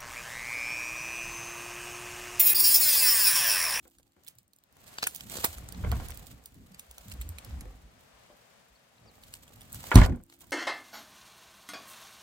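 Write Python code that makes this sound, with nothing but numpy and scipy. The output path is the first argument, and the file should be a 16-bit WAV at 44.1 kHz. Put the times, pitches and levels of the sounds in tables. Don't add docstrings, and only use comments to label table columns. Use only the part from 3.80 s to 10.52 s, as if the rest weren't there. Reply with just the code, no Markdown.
import sys
import numpy as np
from scipy import signal
from scipy.fft import rfft, irfft
from scipy.io import wavfile
from scipy.ndimage import uniform_filter1d

SR = 44100
rng = np.random.default_rng(int(sys.argv[2]) if len(sys.argv) > 2 else 0)


def inscribe(sig):
    pcm = np.round(np.clip(np.atleast_2d(sig).T, -1, 1) * 32767)
    wavfile.write(sys.argv[1], SR, pcm.astype(np.int16))


def decibels_to_gain(level_db):
    exponent = np.asarray(level_db, float) / 20
    return 10 ** exponent


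N = 296352
T = np.arange(N) / SR
PORT_LAG = 12

# (time [s], level [dB])
WASH_LEVEL = [(0, -113), (.49, -74), (.7, -89), (1.14, -62.5), (1.5, -70), (1.7, -63.5), (2.19, -59),
              (2.44, -65.5), (2.8, -74), (3.64, -62.5), (4.08, -70), (4.47, -66.5), (5.33, -72),
              (5.96, -68), (6.1, -54.5), (6.42, -81.5), (6.72, -74)]
# (frequency [Hz], level [dB per Hz])
WASH_TONE = [(24, -72.5), (40, -5), (133, -1.5), (243, -4.5), (305, -21.5), (363, -11), (585, -3.5),
             (852, -7.5), (1900, -10.5), (8130, -21), (16000, -33)]
WASH_BALANCE_DB = 3.5
# (time [s], level [dB])
DRONE_LEVEL = [
    (0, -73),
    (.1, -73.5),
    (.35, -81.5),
    (.45, -86.5),
    (6.3, -90.5),
    (6.5, -65),
    (6.72, -76.5),
]
DRONE_HZ = [275, 337]
# (time [s], length [s], start pitch [Hz], end pitch [Hz], level [dB])
CHIRPS = [
    (4.95, 0.022, 4450, 4300, -65),
    (4.965, 0.019, 4400, 3400, -60),
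    (5.145, 0.023, 4200, 3600, -68),
    (5.172, 0.022, 4070, 3900, -65),
    (5.253, 0.066, 5750, 3500, -64),
    (5.235, 0.015, 4960, 4500, -77),
    (5.332, 0.017, 2300, 2200, -72),
]

# (time [s], level [dB], balance [dB])
RUSTLE = [(0, -70, -1), (.28, -81, -4.5), (.86, -89, 3), (1.06, -60.5, -7.5), (1.46, -61.5, -5),
          (1.52, -46.5, -5), (1.67, -46.5, -1), (1.9, -69, -2), (2.13, -59, -10.5), (2.45, -63, -5),
          (2.67, -72, -3), (3.29, -66, -4), (4.12, -76, -6), (5.3, -77.5, -4), (5.46, -64.5, -1),
          (5.86, -66, -5), (5.96, -53, -2), (6.11, -51.5, -6)]
# (time [s], level [dB])
RUSTLE_AFTER = [
    (6.3, -76.5),
    (6.48, -82),
    (6.5, -70),
    (6.545, -66),
    (6.58, -79),
    (6.61, -58.5),
    (6.64, -61.5),
    (6.66, -70),
    (6.68, -66.5),
    (6.72, -72),
]
# (frequency [Hz], level [dB per Hz])
GRIT_TONE = [(470, -2), (800, -1), (1590, -3.5), (2840, -0.5), (4460, -1.5), (5510, -4.5), (8230, 1.5),
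             (11100, -6), (13800, 0.5), (16000, -4.5)]
DEBRIS_S = (6.12, 6.16, 6.252, 6.285)
DEBRIS_DB, DEBRIS_BALANCE_DB, DEBRIS_DULL = -42, -12, 0.68

# (time [s], effort [dB])
EFFORT = [(0, -88), (.85, -83.5), (1.42, -58), (1.66, -44.5), (1.92, -39), (2.07, -19.5), (2.23, -27.5),
          (2.58, -54), (3.19, -63), (3.3, -42.5), (3.6, -49), (3.75, -31), (3.95, -49), (4.12, -65),
          (5.05, -100), (5.27, -54), (5.88, -54), (6.1, -35.5)]
UPPER_DB, UPPER_SLOPE = -61, 0.41
SETTLE_S, SETTLE_T60_S = 6.3, 0.31
SETTLE_DB, SETTLE_UPPER_DB, REST_DB = -27, -27, -66
# (frequency [Hz], level [dB], 60 dB decay time [s])
PANEL = [(51.3, -3, 0.16), (89.5, 3, 0.17), (108, -0.5, 0.1), (151.3, -5, 0.083), (176.7, -4.5, 0.16),
         (230, -9, 0.13), (251.7, -6, 0.14)]
# (time [s], peak level [dB], pitch [Hz])
JERKS = [(0.369, -62, 77), (0.558, -56.5, 120), (1.681, -37.5, 79), (1.762, -36.5, 54.7),
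         (1.955, -39.5, 173), (2.031, -26, 58.4), (2.119, -24.5, 72), (2.908, -45.5, 184.6),
         (3.085, -45.5, 60.1), (3.256, -46, 191), (3.278, -40, 98), (3.326, -38.5, 62),
         (3.547, -40.5, 69.5), (3.795, -39.5, 67), (3.93, -41, 52.6), (6.322, -30, 240), (3.388, -27, 58),
         (3.449, -31, 65), (3.489, -30.5, 85.5), (3.67, -35, 105), (3.716, -29.5, 66), (3.748, -40, 69),
         (3.86, -32.5, 49), (4.035, -41.5, 54.4), (5.218, -52, 108), (5.942, -43, 100), (6.269, -22, 72.4),
         (2.198, -46, 62), (2.29, -36.5, 66.4), (.03, -58, 59.3), (0.36, -68, 399), (3.853, -63, 525),
         (4.498, -51.5, 591), (5.748, -48, 114), (2.042, -33, 190), (2.075, -27, 62), (2.125, -33, 210),
         (2.16, -30, 70), (2.39, -40, 55), (3.19, -48, 55), (4.33, -56, 55), (4.9, -56, 55), (.17, -60, 60),
         (5.965, -42, 130)]
JERK_T60_S = 0.13
# (time [s], force [dB], contact time [ms])
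LANDING = [
    (6.143, -21, 4),
    (6.157, -2, 0.42),
    (6.171, 0.5, 8.5),
    (6.182, -9.5, 2.6),
    (6.214, -10.5, 3.8),
]
SCRAPE_DB, SCRAPE_SLOPE, SCRAPE_PER_S = -72, 0.39, 400

# (time [s], peak level [dB], pitch [Hz], balance [dB])
STICKS = [(1.1842, -22.5, 1630, 2), (1.226, -25, 1540, 4), (1.229, -17.5, 1420, -1),
          (1.2387, -23.5, 3060, -1), (1.407, -35.5, 5260, -3), (1.644, -18, 780, -1.5),
          (1.527, -36.5, 700, 0), (1.555, -32.5, 520, 2), (1.585, -32.5, 560, 5), (1.947, -39.5, 960, -2),
          (2.116, -28.5, 900, -5), (2.199, -43, 1530, -3), (2.32, -43.5, 2020, 13), (3.708, -47, 1230, -10),
          (6.4984, -48.5, 1006, 1), (6.525, -50, 1266, 6.5)]
# (time [s], peak level [dB], pitch [Hz], balance [dB])
TWIGS = [(0.185, -43, 1540, -1), (1.078, -42.5, 4290, -3), (1.271, -10, 1440, 1), (1.498, -29, 4130, -7.5),
         (1.543, -32, 4630, -1.5), (1.5693, -25.5, 1600, -13), (1.743, -56, 953, -10),
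         (1.783, -28, 1230, -3), (1.8874, -28, 1420, -3), (2.945, -37.5, 4900, -1),
         (2.995, -25.5, 2600, -0.5), (3.313, -39, 5130, -2), (3.808, -27, 2100, -2), (3.322, -32, 5500, -2),
         (3.418, -31, 4300, -5), (3.4226, -39, 2610, -5), (3.5845, -33.5, 4200, -5),
         (3.589, -35.5, 6000, -1), (3.812, -36.5, 6430, -4), (5.5385, -28.5, 1510, 0),
         (6.04, -32.5, 3800, -1), (1.408, -32.5, 1500, 2), (1.09, -44, 5000, -4), (1.14, -42, 6000, -4),
         (5.8083, -36, 3540, -4), (5.921, -35, 1500, -0.5), (5.9446, -26.5, 1540, 0),
         (6.0003, -44, 4780, 15), (6.1562, -3, 4300, -4),]
# (time [s], peak level [dB], balance [dB])
GRAVEL = [(.435, -48, -8), (0.447, -47, -10), (0.4835, -28, -11), (0.552, -45, -1), (0.786, -44.5, -2),
          (.925, -49, -9), (0.968, -42.5, -9), (0.5854, -36, -4), (0.7334, -43, -7), (0.837, -45.5, -7),
          (1.3473, -23.5, -9), (1.356, -25, -6), (1.371, -36, -5), (1.378, -40, -5), (1.31, -35, -5),
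          (3.066, -49, -1), (3.256, -43, -3), (3.298, -36, -2), (1.3606, -21, -4), (1.923, -28, -14),
          (2.2845, -25.5, -5), (2.304, -35, -19), (2.373, -29.5, -13), (2.468, -37, -22), (2.6385, -43, -8),
          (2.658, -27, -3), (2.743, -42, -2), (3.111, -27.5, -1), (3.181, -29, -2), (3.282, -35, -5),
          (3.338, -35, 2), (3.647, -29, -3), (5.7586, -40, -4), (6.1444, -26, 6), (2.993, -32.5, -7),
          (6.7077, -36, -2)]
# (time [s], peak level [dB], pitch [Hz], balance [dB])
SPLINTERS = [(1.269, -12, 1460, -7), (1.6415, -13, 790, -5), (1.646, -5.5, 1790, -4.5),
             (1.652, -11, 2000, -6), (1.6567, -17.5, 900, 5), (1.6615, -22, 2170, -13),
             (3.4125, -25, 2240, 1), (.4655, -38, 3570, -4), (0.4726, -35, 4250, -4),
             (0.479, -28, 3650, -2.5), (0.5105, -51, 4000, -2)]
# (time [s], peak level [dB], pitch [Hz], balance [dB])
REEDS = [(3.3168, -29.5, 2750, -6), (3.4145, -29.5, 2100, 0), (3.584, -27.5, 2430, -10),
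         (5.4357, -39.5, 4940, -3.5), (5.538, -29.5, 5000, -2.5), (5.6787, -43, 3560, -2.5),
         (5.817, -36, 3520, -2), (6.2135, -30, 5000, -4), (6.261, -29, 5200, -1), (1.597, -34, 7500, -3),
         (1.521, -45, 4700, -6), (6.6066, -41.5, 6100, 3), (6.4983, -49.5, 7160, -1.5),
         (6.5238, -61, 7300, 2), (6.538, -49, 7000, 2.5), (.2299, -54, 4600, -4), (.2778, -61, 4800, -3.5),
         (.3197, -58, 7500, -2), (.332, -64.5, 4050, 0), (2.3054, -35.5, 2360, -11), (2.312, -36, 6000, -2)]
# (time [s], peak level [dB], balance [dB])
STRAW = [(.0782, -42, -9), (.0992, -50, -7), (.1451, -61, 1), (.63, -51, -2), (.679, -52, 0),
         (.762, -45, -4), (.052, -54, -3), (.11, -54, -5), (.197, -52, -4), (1.2255, -25, -7),
         (1.2285, -22, -6), (1.24, -24, -11), (1.464, -46, -5), (1.647, -12, -14), (2.116, -24, -10),
         (1.627, -28, -5), (2.3453, -35, -5), (2.3932, -35, -5.5), (2.461, -44, -7), (2.472, -36, -7),
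         (3.49, -27, -2), (5.9281, -23, -2), (5.9456, -27.5, -10), (6.0668, -35, -2.5), (6.239, -36, -5),
         (6.3601, -46, -5.5), (6.412, -54, -6.5), (6.436, -39.5, -4.5), (6.4634, -53, -4.5),
         (6.5642, -52, -3.5), (6.5896, -45, -1), (6.6, -48, -4), (6.6689, -42.5, -7)]
STICK_RING_DB, STICK_T60_S = -5, .02
TWIG_RING_DB, TWIG_T60_S = -16, .022
GRAVEL_RING_DB, GRAVEL_T60_S, GRAVEL_HZ = -51.5, .014, 3800
SPLINTER_RING_DB, SPLINTER_T60_S = -16.5, 0.0054
REED_RING_DB, REED_T60_S = -11.5, 0.017
STRAW_LOW_HZ, STRAW_T60_S = 6000, 0.0036
LOW_HZ, STICK_TOP_HZ, TWIG_TOP_HZ = 1300, 5200, 12000
BRIGHT_TOP_HZ = SR * .4
GIVE_S = .001
CREAK, CREAK_S = .016, .008
BREAK = 2.6
TILT = .5

# (time [s], peak level [dB], lowest frequency [Hz], balance [dB])
LINER = [(.053, -47.5, 450, 1), (0.365, -54.5, 330, 2), (.197, -58, 500, 1), (0.966, -50, 580, 7),
         (1.539, -37.5, 490, 3), (1.57, -35.5, 530, -1), (1.639, -29.5, 704, -2), (2.038, -33, 705, -3),
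         (2.045, -26.5, 710, 0), (2.122, -26, 730, 0.5), (2.199, -32, 630, -2), (2.296, -39.5, 626, 1),
         (3.107, -57, 566, 11), (3.177, -48, 706, 3), (6.1156, -14, 1300, -2), (6.258, -26.5, 566, -4),
         (6.3, -36, 384, 3), (6.325, -39, 440, 1), (6.344, -39, 488, -2), (6.372, -47, 420, 3),
         (6.4, -52, 400, 3), (3.351, -47.5, 470, 2.5), (3.52, -50, 900, 0), (3.704, -58, 500, -2),
         (3.741, -51, 590, -8), (3.772, -50, 900, 0), (5.666, -56, 900, 2), (6.631, -49.5, 760, 4.5)]
# (time [s], peak level [dB], balance [dB])
SHELF = [
    (1.226, -40.5, 3),
    (3.854, -46, -2),
    (4.5, -47.5, 6),
]
# (time [s], peak level [dB], balance [dB])
SLAM = [
    (6.157, -10, -6),
    (6.166, -14.5, 6.5),
    (6.185, -19, -4),
    (6.2153, -16.5, -1),
    (6.233, -25, 3),
]
# (time [s], peak level [dB], balance [dB])
CLIPS = [(6.04, -32, 2), (6.142, -25, 1), (6.162, -26, -3), (6.176, -20, -4.5), (6.19, -22, -4),
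         (6.2, -28, -6), (6.226, -29, -3), (6.245, -31, -0.5), (6.148, -33, 4), (6.2137, -23, 4),
         (6.263, -35, -4), (6.296, -37, 0), (6.321, -49, -6)]
LINER_TOP_HZ, LINER_T60_S = 1600, 0.19
SHELF_HZ, SHELF_TOP_HZ, SHELF_T60_S = 530, 600, 0.29
SLAM_HZ, SLAM_TOP_HZ, SLAM_T60_S = 900, 2220, 0.17
CLIP_HZ, CLIP_TOP_HZ, CLIP_T60_S = 1130, 5500, 0.017
APART = 0.45

# (frequency [Hz], level [dB], 60 dB decay time [s])
SKIN = [(353.7, -4.5, 0.17), (401, -8, 0.22), (515.5, 0, 0.14), (607.4, -6, 0.22), (824, -8.5, .15),
        (867, -8.5, 0.14), (1045, -6.5, 0.055), (1183, -3.5, 0.14), (1440, -4.5, 0.1), (1692, 3, 0.042),
        (1860, -3.5, .06), (2100, -8.5, 0.05), (2460, -6, 0.038), (2750, -27, 0.023)]
# (time [s], force [dB], contact time [ms])
STRIKES = [(6.116, -22, 0.11), (6.119, -30, 0.13), (6.1211, -36, 0.17), (6.126, -22.5, 0.11),
           (6.1564, -18, 0.21), (6.1654, -24, 0.45), (6.171, -15.5, 0.24), (6.176, -20.5, 0.42),
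           (6.187, -26.5, 0.53), (6.195, -28.5, .2), (6.204, -27, .2), (6.2144, -16.5, .12),
           (6.219, -22, 0.27), (6.233, -27, 0.15), (6.24, -25.5, .2), (6.262, -37.5, 0.18),
           (6.294, -42, 0.37), (6.323, -42, 0.22)]


def unit(x):
    return x / np.sqrt(np.mean(x ** 2, axis=-1, keepdims=True))


def curves(table):
    times, *columns = np.transpose(table)
    return [np.interp(T, times, column) for column in columns]


def butter(x, order, hz, kind):
    return signal.sosfilt(signal.butter(order, hz, kind, fs=SR, output="sos"), x)


def colour(x, points, lo, hi):
    f = np.fft.rfftfreq(N, 1 / SR) + 1
    hz, db = np.transpose(points)
    gain = decibels_to_gain(np.interp(np.log(f), np.log(hz), db))
    band_power = np.sum(gain[(f > lo) & (f < hi)] ** 2) / len(f)
    return irfft(rfft(x) * gain / np.sqrt(band_power), N)


def walk(rate):
    k = int(SR / rate)
    steps = np.repeat(rng.standard_normal(N // k + 1), k)
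    smooth = uniform_filter1d(uniform_filter1d(steps, k), k)
    return unit(smooth[:N])


def ring(x, modes, damping=0.):
    out = 0
    for hz, db, t60 in modes:
        r = 1000 ** (-1 / (t60 * (1 - damping) * SR))
        w = 2 * np.pi * hz / SR
        out = out + decibels_to_gain(db) * signal.lfilter([0, np.sin(w)], [1, -2 * r * np.cos(w), r * r], x)
    return out


def push(ms, size):
    k = max(int(ms * SR / 1000), 1)
    force = np.sin(np.pi * (np.arange(k) + .5) / k)
    return np.pad(force / force.sum(), (0, size - k))


def add(out, x, s, balance_db, lag=0):
    pair = np.broadcast_to(x, (2, x.shape[-1]))
    for ch, sign in enumerate((1, -1)):
        i = int(s * SR) + max(-sign * lag, 0)
        part = pair[ch, :max(N - i, 0)]
        out[ch, i:i + len(part)] += part * decibels_to_gain(sign * balance_db / 2)


def shore():
    mid, side = (colour(rng.standard_normal(N), WASH_TONE, lo=500, hi=1800) for _ in range(2))
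    mid, side = butter(mid, 2, 110, "high"), butter(side, 2, 250, "high")
    balance_db = np.array([[1], [-1]]) * WASH_BALANCE_DB / 2
    level_db = curves(WASH_LEVEL)[0] + 1.1 * walk(8.9) + balance_db
    return decibels_to_gain(level_db) * (mid + np.outer([1, -1], side))


def drone():
    tones = 0
    for hz in DRONE_HZ:
        phase = 2 * np.pi * np.cumsum(hz * (1 + 0.0059 * walk(42))) / SR
        tones = tones + np.sin(phase)
    return decibels_to_gain(curves(DRONE_LEVEL)[0]) * tones


def rustle():
    level_db, balance_db = curves(RUSTLE)
    level_db = np.where(T > DEBRIS_S[2], curves(RUSTLE_AFTER)[0], level_db)
    shaken = np.interp(T, DEBRIS_S, [0, 1, 1, 0])
    level_db = level_db + shaken * (DEBRIS_DB - level_db)
    balance_db = balance_db + shaken * (DEBRIS_BALANCE_DB - balance_db)
    size_db = np.minimum(20.0 * rng.exponential(size=N), 12)
    grains = unit((rng.random(N) < .12) * rng.standard_normal(N) * decibels_to_gain(size_db))
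    grains += (rng.random(N) < 60 / SR) * rng.uniform(-0.84, 1, N) * 9
    left = grains * (rng.random(N) < .5)
    right = grains - left
    pair = np.array([left + np.roll(right, PORT_LAG), right + np.roll(left, PORT_LAG // 2 + 1)])
    pair = colour(pair + .6 * rng.standard_normal((2, N)), GRIT_TONE, lo=3000, hi=15000)
    dull = 1.7 * butter(pair, 2, 6000, "low")
    pair = pair + DEBRIS_DULL * shaken * (dull - pair)
    unsteady_db = 1.2 * walk(40) + 3.5 * walk(150)
    return pair * decibels_to_gain(level_db + unsteady_db + np.array([balance_db, -balance_db]) / 2)


def handling():
    effort = curves(EFFORT)[0]
    upper = UPPER_DB + UPPER_SLOPE * (effort + 55)
    fade_db = -60 * np.abs(T - SETTLE_S) / np.where(T < SETTLE_S, .1, SETTLE_T60_S)
    shut = T > EFFORT[-1][0]
    shake_db = np.where(shut, np.maximum(SETTLE_DB + fade_db, REST_DB), effort)
    upper_db = np.where(shut, np.maximum(SETTLE_UPPER_DB + fade_db, REST_DB), upper)
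    return shake_db, upper_db


def panel_wobble(shake_db, upper_db):
    hand = rng.standard_normal((3, N)) * decibels_to_gain(3.7 * walk(14))
    low = unit(ring(hand, [(44.2, -7.5, 0.11), (65.0, -3.5, 0.23), (98, -1.5, 0.084)]))
    upper = unit(ring(ring(hand[::-1], PANEL[2:], 0.79), [(210, 0, 0.0025)]))
    low_pair = low[0] + 0.3 * low[1:]
    upper_pair = upper[0] + 0.57 * upper[1:]
    return low_pair * decibels_to_gain(shake_db - 10.5) + upper_pair * decibels_to_gain(upper_db)


def scrape(shake_db):
    size_db = np.minimum(3.5 * rng.exponential(size=N), 8)
    grains = (rng.random((2, N)) < SCRAPE_PER_S / SR) * rng.standard_normal((2, N)) * decibels_to_gain(size_db)
    hinge = [(520, 1.5, 0.019), (773, 2.5, 0.018), (1150, -1, 0.016), (1800, -3, 0.009), (2300, -8.5, .009)]
    sound = unit(ring(grains[0] + 1.7 * grains, hinge))
    level_db = SCRAPE_DB + SCRAPE_SLOPE * (np.minimum(shake_db, -35) + 52) + 5.1 * walk(19)
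    still_open = T < STRIKES[0][0]
    return sound * still_open * decibels_to_gain(level_db)


def jerks():
    out, t = np.zeros((2, N)), np.arange(16384) / SR
    envelope = (1 - np.exp(-t / 0.0122)) ** 2 * 1000 ** (-t / JERK_T60_S)
    for s, db, hz in JERKS:
        swing = envelope * np.sin(2 * np.pi * hz * t)
        add(out, decibels_to_gain(db - 3.5) * swing / np.abs(swing).max(), s - .006, -.8)
    return out


def snap_rows():
    rows = []
    for s, db, hz, pan in STICKS:
        rows.append((s, db, STICK_RING_DB, hz, STICK_T60_S, LOW_HZ, STICK_TOP_HZ, pan))
    for s, db, hz, pan in TWIGS:
        rows.append((s, db, TWIG_RING_DB, hz, TWIG_T60_S, LOW_HZ, TWIG_TOP_HZ, pan))
    for s, db, pan in GRAVEL:
        rows.append((s, db, GRAVEL_RING_DB, GRAVEL_HZ, GRAVEL_T60_S, 2 * LOW_HZ, BRIGHT_TOP_HZ, pan))
    for s, db, hz, pan in SPLINTERS:
        rows.append((s, db, SPLINTER_RING_DB, hz, SPLINTER_T60_S, LOW_HZ, BRIGHT_TOP_HZ, pan))
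    for s, db, hz, pan in REEDS:
        rows.append((s, db, REED_RING_DB, hz, REED_T60_S, LOW_HZ, TWIG_TOP_HZ, pan))
    for s, db, pan in STRAW:
        rows.append((s, db, GRAVEL_RING_DB, GRAVEL_HZ, STRAW_T60_S, STRAW_LOW_HZ, BRIGHT_TOP_HZ, pan))
    return rows


def snaps():
    out, t = np.zeros((2, N)), np.arange(-1500, 4096) / SR
    before, after = np.minimum(t, 0), np.maximum(t, 0)
    straining = .4 * np.exp(before / GIVE_S) + CREAK * np.exp(before / CREAK_S)
    spiky = rng.standard_normal(N) * decibels_to_gain(np.minimum(3.5 * rng.exponential(size=N), 15))
    bright = butter(colour(unit(spiky), GRIT_TONE, lo=3000, hi=15000), 3, 1900, "high")
    for s, db, ring_db, hz, t60, low_hz, top_hz, balance_db in snap_rows():
        pick, side, size = rng.random(3)
        crumble = 0.076 * 1000 ** (-t / np.clip(t60, .003, .05))
        debris = 0.032 * 1000 ** (-t / 0.14)
        start = int(pick * (N - len(t)))
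        burst = bright[start:start + len(t)] * np.where(t < 0, straining, crumble + debris)
        burst[1500:1503] += BREAK * 0.37 * np.array([1, -1.6, .7])
        wood_modes = [(hz, 0, .005), (0.62 * hz, -6, .006), (1.603 * hz, -7, .003)]
        wood = ring(burst * 1000 ** (-after / 0.09), wood_modes)
        burst = butter(burst, 3, [low_hz, top_hz], "band")
        burst = signal.lfilter([1, TILT * size - .5], 1, burst)
        sound = burst / np.abs(burst).max() + decibels_to_gain(ring_db + 8.5) * wood / np.abs(wood).max()
        lag = int(PORT_LAG * (.5 + side / 2) * np.sign(balance_db + side - .5))
        add(out, decibels_to_gain(db) * sound, s + t[0] + .0015, balance_db, lag)
    return out


def knock_rows():
    rows = [(s, db, hz, LINER_TOP_HZ, LINER_T60_S, pan) for s, db, hz, pan in LINER]
    rows += [(s, db, SHELF_HZ, SHELF_TOP_HZ, SHELF_T60_S, pan) for s, db, pan in SHELF]
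    rows += [(s, db, SLAM_HZ, SLAM_TOP_HZ, SLAM_T60_S, pan) for s, db, pan in SLAM]
    rows += [(s, db, CLIP_HZ, CLIP_TOP_HZ, CLIP_T60_S, pan) for s, db, pan in CLIPS]
    return rows


def knocks():
    out, t = np.zeros((2, N)), np.arange(16384) / SR
    bands = 250 * 2 ** np.arange(0, 5, .5)
    rattle = rng.standard_normal(N) * decibels_to_gain(2.0 * walk(220))
    rattle = np.diff(rattle, prepend=0)
    noises = [unit(ring(ring(rattle, [(b, 0, 5 / b)]), [(b, 0, 5 / b)])) for b in bands]
    contact = (1 - np.exp(-t / .0004)) * (1 + 1.2 * np.exp(-t / .004))
    for s, db, hz, top_hz, t60, balance_db in knock_rows():
        pick = rng.integers(0, N - len(t))
        octaves = np.log2(bands / hz)
        band_db = 11 * np.minimum(octaves, 0) - 2.7 * np.maximum(octaves, 0)
        band_db = band_db - 11 * np.maximum(np.log2(bands / top_hz), 0)
        haste = 2 ** (.4 * octaves) / t60
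        sound = np.zeros((2, len(t)))
        for noise, level_db, speed in zip(noises, band_db, haste):
            shared = noise[pick:pick + len(t)]
            differing = APART * noise[::-1][pick:pick + len(t)]
            sound += decibels_to_gain(level_db) * np.array([shared + differing, shared - differing]) * 1000 ** (-t * speed)
        sound = butter(sound * contact, 2, hz / 2, "high")
        add(out, decibels_to_gain(db) * sound / np.abs(sound).max(), s, balance_db, lag=4)
    return out


def chirps():
    out = np.zeros((2, N))
    for s, length, start_hz, end_hz, db in CHIRPS:
        u = np.linspace(0, 1, int(length * SR))
        flutter = np.maximum(0.72 + 0.68 * walk(215)[:len(u)], 0)
        pitch = start_hz + (end_hz - start_hz) * u + 190 * walk(400)[:len(u)]
        whistle = np.sin(2 * np.pi * np.cumsum(pitch) / SR)
        add(out, decibels_to_gain(db) * np.sin(np.pi * u) * flutter * whistle, s, 2.5)
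    return out


def skin_strikes():
    out = np.zeros((2, N))
    for s, db, ms in STRIKES:
        place, *ports = rng.standard_normal((3, len(SKIN)))
        for ch, port in enumerate(ports):
            modes = [(hz * (1 + 0.0087 * p + 0.014 * q), level + 4 * p + 2.0 * q, t60)
                     for (hz, level, t60), p, q in zip(SKIN, place, port)]
            sound = decibels_to_gain(db - 11) * ring(push(ms, size=12000), modes)
            i = int(s * SR)
            out[ch, i:i + len(sound)] += sound
    return butter(out, 2, 300, "high")


def landing():
    force = np.zeros((2, N))
    for s, db, ms in LANDING:
        add(force, decibels_to_gain(db) * push(ms, size=512), s, -.9)
    shifted = [(hz + 2.7, db, t60) for hz, db, t60 in PANEL]
    return np.array([ring(force[0], PANEL), ring(force[1], shifted)]) * decibels_to_gain(-2.0)


def scene():
    shake_db, upper_db = handling()
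    background = shore() + drone() + chirps()
    litter = rustle() + snaps()
    moving_door = panel_wobble(shake_db, upper_db) + scrape(shake_db) + jerks()
    return background + litter + moving_door + knocks() + skin_strikes() + landing()


def band_limit(x):
    return signal.sosfilt(signal.butter(12, 17000, fs=SR, output="sos"), x)


def record(dry):
    x = np.tanh(butter(dry, 4, 34, "high"))
    mix = signal.sosfilt(signal.ellip(6, .3, 45, 16000, fs=SR, output="sos"), x)
    return band_limit(mix)


dry = scene()
out = record(dry)
inscribe(out)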